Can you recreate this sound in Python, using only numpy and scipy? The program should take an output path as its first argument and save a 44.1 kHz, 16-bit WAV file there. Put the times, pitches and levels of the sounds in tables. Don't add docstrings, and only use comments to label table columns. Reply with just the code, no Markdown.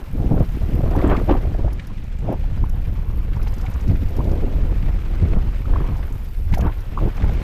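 import sys
import numpy as np
from scipy import signal
from scipy.fft import rfft, irfft
from scipy.io import wavfile
from scipy.ndimage import uniform_filter1d

SR = 44100
rng = np.random.default_rng(int(sys.argv[2]) if len(sys.argv) > 2 else 0)


def volts_from_decibels(level):
    exponent = np.asarray(level, float) / 20
    return 10 ** exponent


def wrap_up_sound(samples):
    columns = np.atleast_2d(samples).T
    tamed = np.clip(columns, -1, 1)
    steps = np.round(tamed * 32767).astype(np.int16)
    wavfile.write(sys.argv[1], SR, steps)


N = 327645

# time in seconds, then the levels in dB of buffeting, flap, gust roar
WIND_LEVELS = [(0.0, -27.5, -44, -37, -45), (0.1, -34, -36, -54, -49), (0.16, -20, -25.5, -33, -55.5),
               (0.41, -17, -18, -21.5, -38.5), (0.48, -22, -29.5, -48.5, -48.5),
               (0.78, -17.5, -26, -28.5, -46), (1.14, -14, -22, -16.5, -24),
               (1.26, -20.5, -24.5, -35.5, -49), (1.3, -12, -28, -15.5, -27.5),
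               (1.43, -21, -28, -36, -47.5), (1.66, -14.5, -26, -28.5, -45),
               (1.82, -29.5, -32.5, -50.5, -49), (2.19, -21.5, -33, -45.5, -62),
               (2.32, -29, -23.5, -19.5, -35.5), (2.38, -18, -29.5, -42.5, -51.5),
               (3.81, -20.5, -33.5, -41.5, -45), (3.91, -15.5, -14.5, -31.5, -51),
               (3.99, -18.5, -34, -42, -50), (4.26, -18, -27, -26, -46), (4.88, -15.5, -28, -39.5, -44.5),
               (5.05, -22, -35.5, -42, -48), (5.32, -13, -21, -31, -40.5), (5.63, -21.5, -32, -44.5, -51.5),
               (5.75, -11, -39, -25.5, -36), (5.79, -17, -26.5, -34.5, -37.5),
               (6.27, -26.5, -40, -49, -53.5), (6.45, -17.5, -35.5, -48, -55.5),
               (6.66, -12.5, -16, -24, -31), (6.75, -23, -50, -46, -46), (6.93, -26.5, -34, -43, -52),
               (7.06, -12, -20, -22, -39.5), (7.12, -28, -39, -43, -44), (7.24, -14, -21.5, -32, -39.5),
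               (7.43, -22.5, -33, -39.5, -44)]
# frequency in Hz, level in dB per Hz.
BUFFET_COLOUR = [(7.1, -32), (12, -3.5), (34, 0.5), (110, -14), (140, -51), (240, -120)]
FLAP_COLOUR = [(60, -16), (90, 0), (130, -1.5), (200, -9.5), (300, -19), (500, -45)]
ROAR_COLOUR = [(120, -11), (210, -2), (300, -0.5), (450, -4.5), (700, -11), (1100, -27), (2000, -46)]
TEAR_COLOUR = [(400, -33), (700, -1.5), (1000, 2.5), (1400, -3.5), (2200, -13.5), (3500, -23), (6000, -52)]
# time in seconds, peak in dB, pitch in Hz.
PRESSURE_SPIKES = [(0.152, -20.5, 195), (0.243, -20.5, 231), (0.339, -18, 202), (0.405, -13, 195),
                   (0.57, -21.5, 269), (0.69, -17.5, 180), (0.743, -17, 200), (0.793, -18.5, 183),
                   (0.881, -22, 180), (1.125, -17, 291), (1.213, -17, 405), (1.294, -8, 364),
                   (1.314, -14, 380), (2.301, -15, 264), (2.633, -22, 225), (3.818, -33, 200),
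                   (3.879, -23, 179), (3.914, -20, 180), (4.03, -21.5, 203), (4.184, -18, 287),
                   (4.5, -33, 226), (4.83, -22, 181), (5.282, -36, 185), (5.698, -25, 264),
                   (5.805, -27, 241), (5.817, -21, 180), (6.14, -42, 183), (6.533, -18.5, 188),
                   (7.074, -21, 255)]
# time in seconds, peak in dB, pitch in Hz,
# length in seconds.
EDDY_CHIRPS = [(0.342, -28.5, 800, 0.01), (0.406, -16.5, 597, 0.0076), (0.806, -23, 635, 0.0061),
               (0.952, -20, 850, 0.0074), (1.025, -18, 620, 0.0071), (1.113, -28, 703, 0.0096),
               (1.288, -33, 595, 0.0065), (1.293, -12.5, 816, 0.011), (1.35, -22, 760, 0.011),
               (1.452, -28.5, 610, 0.008), (1.548, -25, 660, 0.0077), (1.646, -21, 610, 0.0074),
               (1.68, -28.5, 850, 0.0064), (2.289, -17.5, 635, 0.0083), (2.326, -25, 713, 0.0067),
               (2.34, -30, 810, 0.008), (2.44, -35.5, 770, 0.009), (3.471, -36, 850, 0.0075),
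               (3.814, -42, 840, 0.0075), (4.191, -28, 884, 0.0072), (4.288, -33, 614, 0.008),
               (4.355, -36, 630, 0.0082), (4.536, -32, 600, 0.007), (4.882, -38, 660, 0.0084),
               (5.991, -35, 830, 0.0083), (6.573, -22, 725, 0.0092), (6.592, -21.5, 620, 0.0056),
               (7.044, -34, 800, 0.008), (7.2, -32, 705, 0.0059), (7.296, -28, 690, 0.0062),
               (1.15, -27.5, 1180, 0.0076), (2.639, -28, 970, 0.0073), (4.204, -26.5, 1004, 0.009),
               (5.655, -35, 1284, 0.008), (5.736, -25.5, 988, 0.0053), (5.76, -22, 1060, 0.0072),
               (5.801, -35, 1120, 0.0081), (6.538, -26.5, 915, 0.0075), (6.667, -23.5, 910, 0.009),
               (6.677, -31, 1330, 0.011), (6.975, -19.5, 1093, 0.008), (6.988, -26, 1094, 0.0071),
               (3.634, -38, 760, 0.035)]
# time in seconds, roll level in dB, fine hiss level in dB.
TYRE_LEVELS = [(0.0, -54.5, -61.5), (1.18, -49, -58), (1.61, -53, -64), (3.31, -54.5, -69),
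               (3.54, -51, -63), (5.71, -50.5, -63), (6.37, -55.5, -60), (6.97, -51.5, -70),
               (7.43, -44, -60)]
# frequency in Hz, level in dB per Hz.
ROLL_COLOUR = [(290, -26), (500, 3.5), (564, -11.5), (660, -10.5), (736, -5), (904, -8), (1050, -19.5),
               (1300, -7.5), (2410, -8), (9000, -31.5), (11700, -57), (19800, -120)]
HISS_COLOUR = [(3000, -2), (5000, 3), (7000, -1.5), (9000, -3.5), (12000, -1), (14500, -5.5), (15400, -3),
               (16500, -35)]
# time in seconds, level in dB, pawl drops per second.
FREEWHEEL_RATES = [(0.0, -64, 71), (0.25, -63.5, 65), (1.34, -62, 61.6), (1.8, -78, 59), (2.65, -68, 70),
                   (2.92, -67, 69.4), (3.89, -64, 67), (4.12, -63, 85.7), (5.17, -69, 110), (6.39, -61, 89),
                   (6.68, -62, 95), (7.43, -68, 93)]
# frequency in Hz, width in Hz, level in dB.
HUB_RINGS = [(13050, 660, 4), (12300, 900, -18), (14900, 900, -15), (10400, 2400, -10), (8500, 1200, -40),
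             (5400, 400, -11)]
# time in seconds, peak in dB, pitch in Hz.
STONE_KNOCKS = [(0.9053, -41, 1680), (0.9877, -30.5, 1820), (1.014, -31.5, 1980), (1.0969, -47, 1740),
                (1.111, -37, 1700), (1.1656, -26.5, 2270), (1.2855, -43, 2100), (1.2955, -28, 1730),
                (1.5424, -39, 1700), (1.6826, -39, 1660), (1.7035, -42, 2100), (1.7956, -29, 2040),
                (2.8514, -38.5, 2320), (3.277, -43, 1850), (3.3323, -33, 1910), (3.4151, -38, 2200),
                (3.469, -31.5, 1970), (3.6636, -33, 2250), (3.896, -35, 2270), (3.9539, -36.5, 1770),
                (3.9594, -39, 2220), (4.8244, -36, 1940), (4.8584, -36.5, 2220), (4.884, -33.5, 1680),
                (5.2515, -36.5, 2240), (5.3308, -35, 2100), (6.0287, -34.5, 1920), (6.5271, -31.5, 1910),
                (6.538, -22, 1850), (6.6084, -31.5, 2700), (6.6657, -36, 2290), (6.7216, -37, 1800),
                (7.2215, -32, 1930), (1.31, -29, 2760), (1.32, -40, 2980)]
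# time in seconds, peak in dB, top end against the middle in dB,
# ring in Hz.
CHAIN_SLAPS = [(0.9093, -44, -10, 5330), (0.9618, -40, -4.5, 5360), (1.075, -39.5, -13, 7600),
               (1.2979, -58, -14, 5240), (1.73, -40.5, -4.5, 5740), (1.8706, -41.5, -6, 5380),
               (2.0383, -48, -8, 6180), (2.1894, -46, -14, 7000), (2.3257, -46.5, -2.5, 5340),
               (2.6953, -41, -6, 6410), (3.3323, -59, -19, 5080), (3.3613, -45.5, -20, 5260),
               (3.4291, -39.5, -7, 5250), (3.48, -38, -14, 5100), (3.5397, -38, -22, 6900),
               (3.582, -39.5, -20, 5230), (3.6127, -38, -20, 5400), (3.6561, -44, -16, 6400),
               (3.712, -47, -13, 7900), (3.7389, -41, -17, 5880), (3.81, -41, -16, 5810),
               (3.879, -40, -18, 5220), (4.0866, -44, -13, 5690), (4.1662, -36.5, -12, 5100),
               (4.2436, -42, -12, 5200), (4.314, -39.5, -15, 5150), (5.969, -43, -13, 5350),
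               (6.125, -42.5, -8, 6570), (6.5231, -41, -11, 5320), (6.5445, -28, -13, 5360),
               (6.5809, -35, -5, 5650), (6.608, -35, -11, 5940), (6.8064, -43.5, -4, 5240),
               (7.084, -47, -19, 5580), (7.1691, -41, -12, 5120), (7.3352, -44.5, -6, 5380)]
# time in seconds, peak in dB, pitch in Hz.
DISC_CHIRPS = [(2.5742, -48, 4830), (3.1718, -55, 4520), (3.3324, -51, 4610), (3.4292, -49, 5050),
               (3.4801, -44, 4970), (3.536, -47, 5040), (3.5819, -47, 4710), (3.8762, -52, 5600),
               (4.0862, -51, 4620), (4.1685, -49, 5200), (4.2429, -54, 5150), (4.361, -52, 5130),
               (5.999, -44, 4860), (6.2841, -50, 4710)]


def evened(x):
    return x / np.sqrt(np.mean(x ** 2) + 1e-20)


def curve(rows, column):
    columns = np.transpose(rows)
    return np.interp(np.arange(N) / SR, columns[0], columns[column])


def add(mix, start_s, sound):
    part = mix[round(start_s * SR):][:len(sound)]
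    part += sound[:len(part)]


def flutter(speed_hz):
    hz = np.fft.rfftfreq(N, 1 / SR)
    spectrum = rfft(rng.standard_normal(N))
    return evened(irfft(spectrum / (1 + (hz / speed_hz) ** 2), N))


def noise(colour, patchy_db, size):
    hz = np.fft.rfftfreq(size, 1 / SR)
    real, imaginary, patches = rng.standard_normal((N // (size // 4) + 5, len(hz), 3)).T
    patches = uniform_filter1d(patches, size=5, axis=0)
    patches = evened(uniform_filter1d(patches, size=6, axis=1))
    colour_hz, db = np.transpose(colour)
    colour_db = np.interp(np.log(hz + 1), np.log(colour_hz + 1), db, -120, -120)
    spectra = (real + 1j * imaginary) * volts_from_decibels(colour_db[:, None] + patchy_db * patches)
    return evened(signal.istft(spectra, nperseg=size, noverlap=size - size // 4)[1][:N])


def resonate(x, hz, width):
    r = np.exp(-np.pi * width / SR)
    poles = [2, -4 * r * np.cos(2 * np.pi * hz / SR), 2 * r * r]
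    return signal.lfilter([1 - r * r, 0, r * r - 1], poles, x)


def burst(t60, rise):
    t = np.arange(3000) / SR
    return (1 - np.exp(-t / rise)) * volts_from_decibels(-60 * t / t60)


def wind():
    clumps, shreds = flutter(34), flutter(150)
    buffet = noise(BUFFET_COLOUR, 0.73, size=4096)
    buffet /= np.sqrt(uniform_filter1d(buffet ** 2, size=5000) + 0.067)
    buffet = evened(buffet * volts_from_decibels(1.8 * clumps))
    flap = evened(noise(FLAP_COLOUR, 0.72, size=2048) * volts_from_decibels(3.25 * clumps))
    roar = evened(noise(ROAR_COLOUR, 1.7, size=1024) * volts_from_decibels(2.43 * clumps + 1.16 * shreds))
    tear = evened(noise(TEAR_COLOUR, 2.6, size=512) * volts_from_decibels(1.36 * clumps + 2.9 * shreds))
    out = volts_from_decibels(curve(WIND_LEVELS, 1)) * buffet
    out += volts_from_decibels(curve(WIND_LEVELS, 2) - 0.9) * flap
    out += volts_from_decibels(curve(WIND_LEVELS, 3) - 1.5) * roar
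    out += volts_from_decibels(curve(WIND_LEVELS, 4) - 3.0) * tear
    return out


def thumps():
    out = np.zeros(N)
    for s, db, hz in PRESSURE_SPIKES:
        u = (np.arange(600) / SR - 0.006) * np.pi * hz * 0.9
        push = (1 - 2 * u ** 2) * np.exp(-u ** 2)
        add(out, s - 0.003, volts_from_decibels(db + 4.0) * push)
    return out


def eddies():
    out = np.zeros(N)
    for (s, db, hz, length), phase in zip(EDDY_CHIRPS, rng.random(len(EDDY_CHIRPS))):
        u = np.linspace(0, 1, int(length * SR))
        rise = 0.35 * min(0.01 / length, 1) ** 2
        cycles = np.cumsum(hz * (1 + rise * (u - 0.5))) / SR
        whistle = np.sin(2 * np.pi * (cycles + phase)) * signal.windows.tukey(len(u), 0.7)
        add(out, s - 0.002, volts_from_decibels(db + 0.5) * whistle)
    return out


def tyres():
    shake = flutter(30)
    crunches = rng.random(N) < 300 / SR
    grit = volts_from_decibels(1.3 * np.minimum(rng.exponential(1, N), 5)) * crunches
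    grit = evened(signal.lfilter([1], [1, -0.985], grit))
    roll = noise(ROLL_COLOUR, 1.24, size=512) * volts_from_decibels(1.16 * shake) * (1 + 0.37 * grit)
    hiss = noise(HISS_COLOUR, 3.1, size=256) * volts_from_decibels(1.3 * shake) * (1 + 0.23 * grit)
    out = volts_from_decibels(curve(TYRE_LEVELS, 1) + 2.5) * evened(roll)
    return out + volts_from_decibels(curve(TYRE_LEVELS, 2) - 2.5) * evened(hiss)


def freewheel():
    rate = curve(FREEWHEEL_RATES, 2) * (1 + 0.0537 * flutter(29))
    teeth = np.cumsum(rate) / SR
    strength = volts_from_decibels(2.2 * rng.standard_normal(1000))[teeth.astype(int)]
    place = teeth % 1
    drops = strength * (place * np.exp(-place / 0.18) + 0.0096) * rng.standard_normal(N)
    shell = sum(volts_from_decibels(db) * resonate(drops, hz, width) for hz, width, db in HUB_RINGS)
    return volts_from_decibels(curve(FREEWHEEL_RATES, 1) + 3.0) * evened(shell)


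def knocks():
    out = np.zeros(N)
    scratches = rng.standard_normal((len(STONE_KNOCKS), 3000))
    for (s, db, hz), scratch in zip(STONE_KNOCKS, scratches):
        ring = evened(resonate(resonate(scratch, hz, 790), hz, 970))
        ring += 0.27 * evened(resonate(resonate(scratch, 1.25 * hz, 1360), 1.4 * hz, 2200))
        add(out, s - 0.002, volts_from_decibels(db + 6.5) * ring * burst(0.036, rise=0.007))
    return out


def slaps():
    out = np.zeros(N)
    spits = rng.standard_normal((len(CHAIN_SLAPS), 3000))
    for (s, db, top_db, hz), spit in zip(CHAIN_SLAPS, spits):
        middle = evened(resonate(resonate(spit, hz, 2150), hz, 4500))
        middle += 0.75 * evened(resonate(spit, 5900, 5000))
        top = evened(resonate(resonate(spit, 10570, 4200), 11900, 5500))
        clack = middle + volts_from_decibels(top_db + 9.0) * top
        add(out, s - 0.002, volts_from_decibels(db + 3.0) * clack * burst(0.026, rise=0.0078))
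    return out


def disc():
    out = np.zeros(N)
    rubs = rng.standard_normal((len(DISC_CHIRPS), 3000))
    for (s, db, hz), rub in zip(DISC_CHIRPS, rubs):
        ring = evened(resonate(resonate(rub, hz, 150), hz, 300))
        add(out, s - 0.002, volts_from_decibels(db - 2.5) * ring * burst(0.063, rise=0.0046))
    return out


def scene():
    at_port = wind() + thumps() + eddies()
    bike = tyres() + freewheel() + knocks() + slaps() + disc()
    return (at_port + bike)[None]


def low_pass(x):
    return signal.sosfilt(signal.butter(12, 15680, fs=SR, output="sos"), x)


def record(dry):
    rounded = 0.82 * np.tanh(dry / 0.79)
    band_limit = signal.firwin(255, 15250, window=("kaiser", 9), fs=SR)
    mix = signal.oaconvolve(rounded, band_limit[None], "same")
    return low_pass(mix)


dry = scene()
out = record(dry)
wrap_up_sound(out)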